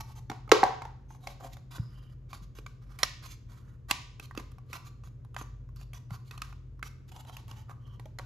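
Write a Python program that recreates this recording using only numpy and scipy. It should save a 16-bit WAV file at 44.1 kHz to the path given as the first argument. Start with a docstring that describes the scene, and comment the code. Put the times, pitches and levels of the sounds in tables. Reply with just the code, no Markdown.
"""Machines hum through the walls all along, as wavering near-sine tones over shaped noise.
From the start, fingers and panels of a hollow wooden puzzle box rub in short gritty noise strokes, and
sliders knock on their stops as blows into ringing modes, hardest at half a second. From one second skin
squeaks faintly, as a roughened sine; from nearly two, a palm gives three soft low bumps.
A small hard room, made of decaying noise, answers the handling; two microphone ports hear it all."""
import sys
import numpy as np
from scipy import signal
from scipy.fft import rfft, irfft, next_fast_len
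from scipy.io import wavfile
from scipy.ndimage import uniform_filter1d

SR = 44100
rng = np.random.default_rng(int(sys.argv[2]) if len(sys.argv) > 2 else 0)


def store_pcm(level_fs):
    """Save levels as 16-bit WAV."""
    pcm = np.round(np.clip(level_fs, -1, 1) * 32767).astype(np.int16)
    wavfile.write(sys.argv[1], SR, np.atleast_2d(pcm).T)


N = 363825

# knocks of sliders and fingers, before the part's facing and the panning:
# [t/s, panel level/dB, body level re panel/dB, crack level re panel/dB, ring f/Hz]
KNOCK_EVENTS = [(0.011, -59, -27, -20, 850), (0.299, -29.5, 2, 0.5, 830), (0.316, -27.5, -2, -13, 980),
                (0.478, -42, 0, -16, 870), (0.493, -38, -13, -0.5, 840), (0.517, -3, -20, -2.5, 909),
                (0.5207, -13, 12, 0.5, 990), (0.632, -6.5, -13.5, -29, 769), (0.637, -18, -36, 0, 713),
                (0.82, -27, -18, -12, 950), (0.852, -29.5, -8, -15, 883), (1.106, -42, -16.5, -12.5, 866),
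                (1.149, -45.5, -12, -12.5, 855), (1.272, -30.5, -7, 1.5, 775),
                (1.408, -38.5, -38, -19, 786), (1.569, -42, -20.5, -4.5, 777),
                (1.783, -42, 4.5, -10.5, 1181), (2.331, -37, -19, -3, 1177), (2.587, -46, 6, 1, 1150),
                (2.664, -38.5, -27, -1.5, 1525), (2.989, -47.5, -27, 11, 1200), (3.032, -20, -25, 6, 1522),
                (3.911, -21.5, -11.5, 8.5, 1170), (4.198, -39.5, -4.5, 3.5, 1183),
                (4.311, -38, -33.5, -19.5, 1670), (4.351, -41, -17, -4.5, 1150), (4.376, -33, 6, 2, 1570),
                (4.399, -41.5, -26, -5, 1126), (4.518, -57.5, 0, 5, 1180), (4.584, -47.5, -17.5, -8, 1140),
                (4.701, -61.5, 17, 0, 1166), (4.731, -36, -27, 5, 2350), (5.037, -51, -21, -4, 1196),
                (5.074, -55, -21, 1, 1110), (5.249, -52.5, -22, -4, 1198), (5.345, -45.5, -37, -1, 1191),
                (5.365, -29, -15, -7.5, 1186), (5.413, -36.5, 2.5, -8.5, 1036),
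                (5.69, -56.5, -20, -10, 1100), (5.761, -59.5, -16.5, 10, 1203),
                (5.813, -53, -21.5, 4, 1175), (5.934, -51.5, -17, 14, 1210), (6.107, -41.5, -11, -6, 1208),
                (6.311, -40.5, -10.5, 2, 2400), (6.378, -43.5, -17, 3.5, 1236),
                (6.419, -33.5, -14, 4.5, 1083), (6.527, -44, -15, -7.5, 1240),
                (6.794, -52.5, -16, -6.5, 1128), (6.828, -28.5, -13.5, -6.5, 2126),
                (7.119, -46, -19, -2.5, 957), (7.163, -41.5, -8, -0.5, 950), (7.25, -46, -24, -5, 797),
                (7.297, -38, -28.5, -11.5, 950), (7.368, -39, -19, 5, 957), (7.481, -51, -14, 7, 960),
                (7.513, -40, -11.5, 0, 980), (7.696, -42.5, -18, -13, 1144),
                (7.712, -42.5, -20.5, -16, 1067), (7.997, -43.5, 1.5, 0, 1150),
                (8.057, -43.5, -7.5, -3, 634), (8.187, -35.5, -22, 1.5, 1510), (8.195, -33, -28, -13, 984)]


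def undb(db):
    """Decibels to amplitude."""
    return 10 ** (np.asarray(db) / 20)


def unit(x):
    """Scale a sound to an RMS of 1."""
    return x / np.sqrt(np.mean(x ** 2))


def decay(t, t60):
    """Exponential fade that has lost 60 dB at t60 seconds."""
    return np.exp(-np.log(1000) * t / t60)


def on_log(table, hz):
    """Read a (Hz, value) table on a log-frequency axis."""
    f, v = np.transpose(table)
    return np.interp(np.log(np.maximum(hz, 1)), np.log(f), v)


def curves(table):
    """Straight lines through a table's columns over time, sample by sample."""
    s, *columns = np.transpose(table)
    return [np.interp(np.arange(N) / SR, s, c) for c in columns]


def walk(rate, n=N):
    """Random levels, rate per second, slewed from one to the next; spread near 1."""
    k = max(int(SR / rate), 1)
    steps = np.repeat(rng.standard_normal(n // k + 1), k)
    return 1.2 * uniform_filter1d(steps, k)[:n]


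def add(out, s, x):
    """Mix a sound in at time s."""
    i = int(s * SR)
    out[i:i + len(x)] += x[:N - i]


def spread(mid, side):
    """Left and right of a diffuse sound: alike in the bass, further apart in the middle."""
    # diffuse stereo width: [f/Hz, side filter level/dB]
    width = [(60, -10.5), (200, -9), (500, -3.5), (2500, -4), (6000, -3), (9000, -31), (16000, -19)]
    n = len(mid)
    side = irfft(rfft(side) * undb(on_log(width, np.fft.rfftfreq(n, 1 / SR))), n)
    return np.array([mid + side, mid - side])


def hum():
    """Near-sine machine tones, each fluttering a little, over the rumble and air noise of the house."""
    # strongest tone of a machine whose speed wavers: [t/s, f/Hz, level/dB]
    waver = [(0, 124.5, -48.5), (.9, 127.8, -51.5), (2.2, 126.9, -51.5), (3.4, 126.8, -55.5),
             (4.3, 125.6, -52), (5.4, 128.2, -52), (6.1, 127.9, -50.5), (6.9, 128.9, -53),
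             (7.5, 126.1, -53.5), (8.25, 128.2, -50)]
    # further tones tied to its speed: [pitch ratio to the strongest tone, level/dB]
    waver_tones = [(0.396, -57), (.412, -62.5), (.62, -67.5)]
    # a separate tone that swells and sinks: [t/s, f/Hz, level/dB]
    swelling = [(0, 112, -50), (.9, 111.5, -60), (2.2, 115, -57.5), (3.4, 112.8, -54), (4.4, 114.1, -58.5),
                (5.3, 114.8, -50), (6.2, 114.9, -51), (6.8, 114.2, -66), (7.5, 111.4, -48.5),
                (8.25, 113.7, -50.5)]
    # a machine that speeds up: [t/s, low tone f/Hz, low tone level/dB, upper tone level/dB]
    speeding = [(0, 45.14, -54, -56), (1.5, 46, -58.5, -67), (2.6, 45.86, -52, -65),
                (3.9, 44.84, -58.5, -55.5), (5.1, 50.78, -51, -58), (5.6, 49.6, -50, -57),
                (8.25, 50.06, -57.5, -56)]
    # colour of the house air noise: [f/Hz, relative density level/dB]
    air_colour = [(20, -23), (40, -8), (60, -1.5), (120, 1), (170, -8), (300, -16), (500, -22.5),
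                  (800, -37), (1100, -34), (2000, -42), (4500, -51.5), (8000, -51.5), (16000, -63)]
    upper_ratio, air_db = 1.7, -54.5

    def tone(hz, db, flutter_db):
        level = undb(db + flutter_db * walk(4.0))
        return np.sqrt(2) * level * np.sin(2 * np.pi * np.cumsum(hz) / SR)

    hz, db = curves(waver)
    low_hz, low_db, upper_db = curves(speeding)
    tones = tone(hz, db, 0.81) + tone(*curves(swelling), 0.66)
    tones = tones + sum(tone(ratio * hz, level, 0.45) for ratio, level in waver_tones)
    tones = tones + tone(low_hz, low_db, 0.73) + tone(upper_ratio * low_hz, upper_db, 0.39)
    colour = undb(on_log(air_colour, np.fft.rfftfreq(N, 1 / SR)))
    air = irfft(rfft(rng.standard_normal((2, N))) * colour, N)
    lean = undb([[.4], [-.4]])  # slightly louder on the left
    return (tones + spread(*unit(air)) * undb(air_db)) * lean


def touched(s):
    """Ring and crack pitch of the part handled at time s, and how much it faces the microphone."""
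    # the part under the working hand changes as the box turns, pitches before scatter:
    # [from t/s, ring when rubbed f/Hz, crack centre f/Hz, facing the microphone level/dB]
    panels = [(0, 871, 2106, -1.5), (.6, 745.4, 2120, -1), (1.65, 1233, 2330, 3), (3.0, 1290, 5580, 5.5),
              (3.1, 1216, 2350, -4.5), (3.58, 1560, 2868, 4.5), (3.8, 1182, 2566, 3), (7.0, 890, 2847, -2),
              (7.6, 1128, 1877, 1.5)]
    scatter = .03  # octaves: no two touches land on the same spot
    row = np.searchsorted(np.transpose(panels)[0], s, side="right") - 1
    _, ring_hz, crack_hz, facing_db = panels[max(row, 0)]
    ring_hz, crack_hz = np.array([ring_hz, crack_hz]) * 2 ** (scatter * rng.standard_normal(2))
    return ring_hz, crack_hz, facing_db


def box(force, ring_hz, crack_hz, focus_db, tilt_db=0, damp=1.0):
    """Body, panel, veneer and its even colour answer a force; the touch favours ring_hz and crack_hz."""
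    # modes of the box before grip and chance: [f/Hz, level/dB, t60/s]
    modes = [(262.8, -1, 0.033), (295, 6.5, 0.03), (372, 5, 0.027), (434, 1.5, 0.063), (480, -2.5, 0.039),
             (610, -6, 0.059), (813, 4, 0.022), (1029, -3, 0.026), (1165.6, 0.5, 0.023), (1332, 3.5, 0.011),
             (1502, -3, 0.017), (1650, -4.5, 0.0094), (1830, -1, 0.0089)]
    # dense short-lived treble of thin veneer: [f/Hz, level/dB]
    veneer_colour = [(700, -28), (1300, -5.5), (2200, 4), (4000, 3), (7500, -3), (9500, -6.5),
                     (12500, -13.5), (14500, -21.5), (16500, -37.5)]
    body_top_hz = 580
    below_slope, above_slope = 24, 15.5  # dB per octave: modes fall off away from the favoured ring
    rise_cycles = .6  # a panel's ring swells over its first cycle
    slider_db, slider_t60 = -7.5, 0.031  # the thin slider's own ring (s), within the crack
    tilt_corner_hz = 5240  # tilt_db is a slope per octave above this

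    hz, db, t60 = np.transpose(modes)[:, :, None]
    level_chance, pitch_chance = rng.standard_normal((2, len(modes), 1))
    t = np.arange(4096) / SR
    is_panel = hz > body_top_hz
    is_body = hz[:, 0] < body_top_hz
    away = np.log2(hz / ring_hz)
    fall_db = np.maximum(above_slope * away, -below_slope * away)
    db = db + 2.0 * level_chance - fall_db * is_panel
    # the grip bends the nearest mode onto the ring, and the other panel modes along with it
    nearest = away.flat[abs(away).argmin()]
    hz = hz * np.where(is_panel, 2 ** -nearest, 1)
    is_panel = hz > body_top_hz
    hz = hz * (1 + .012 * pitch_chance)
    is_panel = hz > body_top_hz
    rings = undb(db) * decay(t * damp, t60) * np.sin(2 * np.pi * hz * t)
    rings = rings * (1 - is_panel * np.exp(-t * hz / rise_cycles))
    rings = uniform_filter1d(rings, size=9)  # wood on wood: the contact lasts a fifth of a millisecond

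    f = np.fft.rfftfreq(len(t), 1 / SR)
    octaves_off = np.log2(np.maximum(f, 1) / crack_hz)
    colour_db = on_log(veneer_colour, f) + focus_db * np.exp(-(octaves_off / 0.26) ** 2)
    colour_db = colour_db + tilt_db * np.log2(np.maximum(f / tilt_corner_hz, 1))
    veneer = rng.standard_normal(len(t)) * decay(t, .012)
    veneer = irfft(rfft(veneer) * undb(colour_db))[:len(t) // 2]
    slider = decay(t, slider_t60) * np.sin(2 * np.pi * crack_hz * t)
    veneer = veneer + undb(slider_db) * slider[:len(veneer)]
    even = np.roll(irfft(undb(colour_db)), 128)[:256]  # the same colour without noise or ring
    answers = rings[is_body].sum(axis=0), rings[~is_body].sum(axis=0), veneer, even
    return [signal.fftconvolve(force, answer) for answer in answers]


def rubs():
    """Skin and veneer stick and slip: gritty noise that stutters, heard through hand-damped modes."""
    # rubbing strokes, before the panning: [start t/s, length/s, hiss level/dB, panel ring level re hiss/dB]
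    strokes = [(0, 0.017, -51.5, 2), (0.026, 0.11, -68, 3), (0.149, 0.048, -63, 1.5),
               (1.081, 0.096, -71, -6), (1.198, 0.14, -64, 2.5), (1.396, 0.086, -60.5, 9.5),
               (1.494, 0.061, -62, -16), (1.704, 0.078, -56, -0.5), (1.773, 0.38, -75.5, 3.5),
               (2.284, 0.1, -60.5, -2), (2.418, 0.031, -68.5, -5), (2.547, 0.053, -64.5, -5),
               (2.795, 0.33, -73.5, 5), (2.984, 0.079, -52, 0.5), (3.221, 0.048, -56.5, -2),
               (3.243, 0.11, -58, -22.5), (3.473, 0.15, -70.5, 2), (3.599, 0.17, -80.5, 6),
               (3.882, 0.035, -47, -0.5), (4.221, 0.039, -60, -6), (4.36, 0.048, -62, 7),
               (4.653, 0.091, -68.5, -1.5), (4.725, 0.048, -52.5, 3), (4.842, 0.053, -62.5, 0.5),
               (5.035, 0.056, -69.5, -2.5), (5.361, 0.068, -56, 1), (5.759, 0.081, -66, -4.5),
               (5.937, 0.045, -60.5, -2.5), (6.094, 0.075, -61, 4), (6.243, 0.062, -70, -12),
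               (6.31, 0.1, -69.5, 8.5), (6.422, 0.097, -68, 5), (6.83, 0.053, -57.5, -3),
               (7.075, 0.028, -67.5, -8.5), (7.11, 0.11, -61.5, 0.5), (7.253, 0.17, -63.5, 1.5),
               (7.476, 0.16, -66.5, 2.5), (7.678, 0.057, -69.5, 12), (7.796, 0.18, -78, 8)]
    knocked_s = .012  # a stroke this close to a knock was set off by it
    fade_db = -5  # such a stroke fades as the hand slows
    swell_db, peak_at = 12, 0.6  # a free stroke swells to a peak at this share of its length
    hiss_centre_hz, hiss_scatter = 4956, 0.37  # scatter in octaves
    # tiny ticks where skin or slider catches on the inlay, each ringing panel or slider for catch_s
    catch_per_s, catch_db, catch_spread_db, catch_s = 130, 3, 8, .003

    out = np.zeros(N)
    for s, length, db, panel_db in strokes:
        n = int(max(length, .012) * SR)
        stutter_db = 4.2 * np.clip(walk(60, n), -2.2, 1.8)
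        along = np.linspace(0, 1, n)
        knocked = abs(np.transpose(KNOCK_EVENTS)[0] - s).min() < knocked_s
        below_peak = np.maximum(1 - along / peak_at, .5 * (along - peak_at) / (1 - peak_at))
        course_db = along * fade_db if knocked else -swell_db * below_peak
        stroke = undb(course_db) * signal.windows.tukey(n, .2)
        grit_db = 2.6 * rng.exponential(size=n)
        force = rng.standard_normal(n) * undb(grit_db + stutter_db) * stroke

        ring_hz = touched(s)[0]
        hiss_hz = hiss_centre_hz * 2 ** (hiss_scatter * rng.standard_normal())
        parts = box(np.pad(force, (0, 1500)), ring_hz, hiss_hz, focus_db=2.5, tilt_db=9.5)
        body, panel, veneer, hiss = (unit(x[:n + 1500]) for x in parts)
        hiss = unit(hiss + undb(-2.5) * veneer)
        ring = panel + undb(-11.5) * body
        add(out, s, undb(db) * (hiss + undb(panel_db) * ring))

        t = np.arange(1024) / SR
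        for at, size, pitch in rng.random((rng.poisson(catch_per_s * length), 3)):
            tick_hz = touched(s)[int(2 * pitch)]  # ring or crack pitch, evenly likely
            tick = np.exp(-t / catch_s) * np.sin(2 * np.pi * tick_hz * t)
            level = undb(db + catch_db - catch_spread_db * size) * np.sqrt(unit(stroke)[int(at * n)])
            add(out, s + at * length, level * tick)
    return out


def knocks():
    """Each knock is a blow with a faint short rattle; rows: towards the microphone, into the room."""
    # heavier blows press longer and are duller: dB per octave for each dB of strength, flat at dull_from_db
    dull_from_db, dull_per_db = -18.5, 0.3346
    tick_db = -18  # the bright first touch re the panel, before the dullness of heavy blows
    ring_room_db = -1  # a panel beams its ring forwards, so the room hears less of it

    out = np.zeros((2, N))
    t = np.arange(SR // 100) / SR
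    for s, db, body_db, crack_db, ring_hz in KNOCK_EVENTS:
        _, crack_hz, facing_db = touched(s)
        tilt_db = dull_per_db * (dull_from_db - db)
        force = 0.18 * rng.standard_normal(len(t)) * np.exp(-t / 0.0021)
        force[0] = 1
        parts = box(force, ring_hz, crack_hz, focus_db=7.5, tilt_db=tilt_db, damp=0.95)
        body, panel, crack, _ = (x / abs(x).max() for x in parts)
        # summed over all directions the crack is smooth in colour
        even = box(force[:1], ring_hz, crack_hz, focus_db=2.5, tilt_db=tilt_db)[3]
        even = even * np.linalg.norm(crack) / np.linalg.norm(even)

        tick = np.diff(even, n=2)
        tick_level = undb(db + facing_db + tick_db + 2 * min(tilt_db, 0))
        add(out[0], s - .003, tick_level * tick / abs(tick).max())
        for row, treble, level_db in zip(out, (crack, even), (db + facing_db, db + ring_room_db)):
            add(row, s - .0003, undb(level_db) * panel + undb(db + body_db) * body)
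            add(row, s - .0003, undb(max(level_db, db) + crack_db) * treble)
    return out


def squeaks():
    """Skin on lacquer: an unsteady whistle whose pitch follows the speed of the hand."""
    # faint squeaks, before the panning: [start t/s, length/s, pitch at the ends f/Hz, level/dB]
    whistles = [(1.083, 0.089, 6230, -71), (1.757, 0.18, 4990, -70), (1.886, 0.23, 2950, -72),
                (7.55, 0.093, 2960, -73), (7.795, 0.2, 3050, -72.5)]
    # shares of the pitch: breathy width; rise at mid-stroke, where the hand is fastest
    breath, arch = 0.072, 0.016
    out = np.zeros(N)
    for s, length, hz, db in whistles:
        n = int(length * SR)
        speed = np.sin(np.linspace(0, np.pi, n))
        carrier = np.sin(2 * np.pi * np.cumsum(hz * (1 + arch * speed)) / SR)
        whistle = unit(walk(2 * breath * hz, n) * carrier)
        add(out, s, undb(db) * np.sqrt(speed) * whistle)
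    return out


def bumps():
    """A palm's soft contact swells over about a cycle, then rings low and short."""
    # palm bumps: [t/s, level/dB, pitch f/Hz]
    palm_hits = [(1.8, -21, 117.7), (2.422, -37, 125.8), (6.119, -29, 126.5)]
    out = np.zeros(N)
    t = np.arange(SR // 6) / SR
    push = (t / 0.0086) ** 4 * np.exp(4 - 4 * t / 0.0083)
    ring = 0.097 * (1 - np.exp(-t / 0.016)) * np.exp(-t / 0.073)
    for s, db, hz in palm_hits:
        add(out, s - .007, undb(db) * (push + ring) * np.sin(2 * np.pi * hz * t))
    return out


def room(dry):
    """Quick echoes off hands and table, then a dense tail, band by band, that builds up."""
    # reverberation time: [f/Hz, t60/s]
    room_decay = [(200, 0.3), (1000, 0.53), (5000, 0.53), (14000, 0.18)]
    tail_db, near_db = -11, -3.5
    n = int(1.2 * SR)
    t, f = np.arange(n) / SR, np.fft.rfftfreq(n, 1 / SR)
    tail = 0
    for hz in 150 * 2. 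** np.arange(8):  # overlapping octave bands
        band = np.clip(1 - abs(np.log2(np.maximum(f, 1) / hz)), 0, 1) ** .5
        noise = irfft(rfft(rng.standard_normal((2, n))) * band, n)
        tail = tail + noise * decay(t, on_log(room_decay, hz))
    tail = tail * np.clip((t - .003) / 0.0018, 0, 1)
    near = rng.standard_normal(n) * np.exp(-t / 0.001)
    near = near - uniform_filter1d(near, size=36)  # hands are too small to reflect bass
    echoes = undb(tail_db) * spread(*tail) / np.linalg.norm(tail[0])
    # the quick echoes come from the sides and reach the ports with opposite sign
    echoes = echoes + undb(near_db) * spread(0 * near, near) / np.linalg.norm(near)
    return signal.fftconvolve(dry[None], echoes[:, :SR], axes=1)[:, :N]


def scene():
    """Sum the hum, the panned handling of the box, the centred palm and the room's answer."""
    # where the working hand is: [t/s, left minus right level/dB]
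    hand_pan = [(0, -2), (2, -1), (3, -5), (5, -1.5), (8.25, -2)]
    # a small box radiates little below its lowest mode
    highpass = signal.butter(3, 190, "high", fs=SR, output="sos")
    direct, radiated = signal.sosfilt(highpass, rubs() + knocks() + squeaks())
    pan_db, = curves(hand_pan)
    panned = direct * undb([pan_db / 2, -pan_db / 2])
    palm = bumps()
    return hum() + panned + palm + room(radiated + palm)


def record(dry):
    """Two ports hear the treble with a growing phase shift; loud peaks are rounded, the top is cut."""
    # phase between the ports: [f/Hz, lead of the left port/rad]
    port_lead = [(0, 0), (2500, -.5), (6500, -.3), (8000, 2.5), (9300, 3.14), (10300, 3.7), (12000, 6.2),
                 (15000, 9.4)]
    n = next_fast_len(N + 2048)
    hz, lead = np.transpose(port_lead)
    lead = np.interp(np.fft.rfftfreq(n, 1 / SR), hz, lead)
    shift = np.exp(.5j * lead * np.array([[1], [-1]]))
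    ports = irfft(rfft(dry, n) * shift, n)[:, :N]
    lowpass = signal.ellip(10, .2, 80, 16400, fs=SR, output="sos")
    return signal.sosfilt(lowpass, np.tanh(ports))


dry = scene()
out = record(dry)
store_pcm(out)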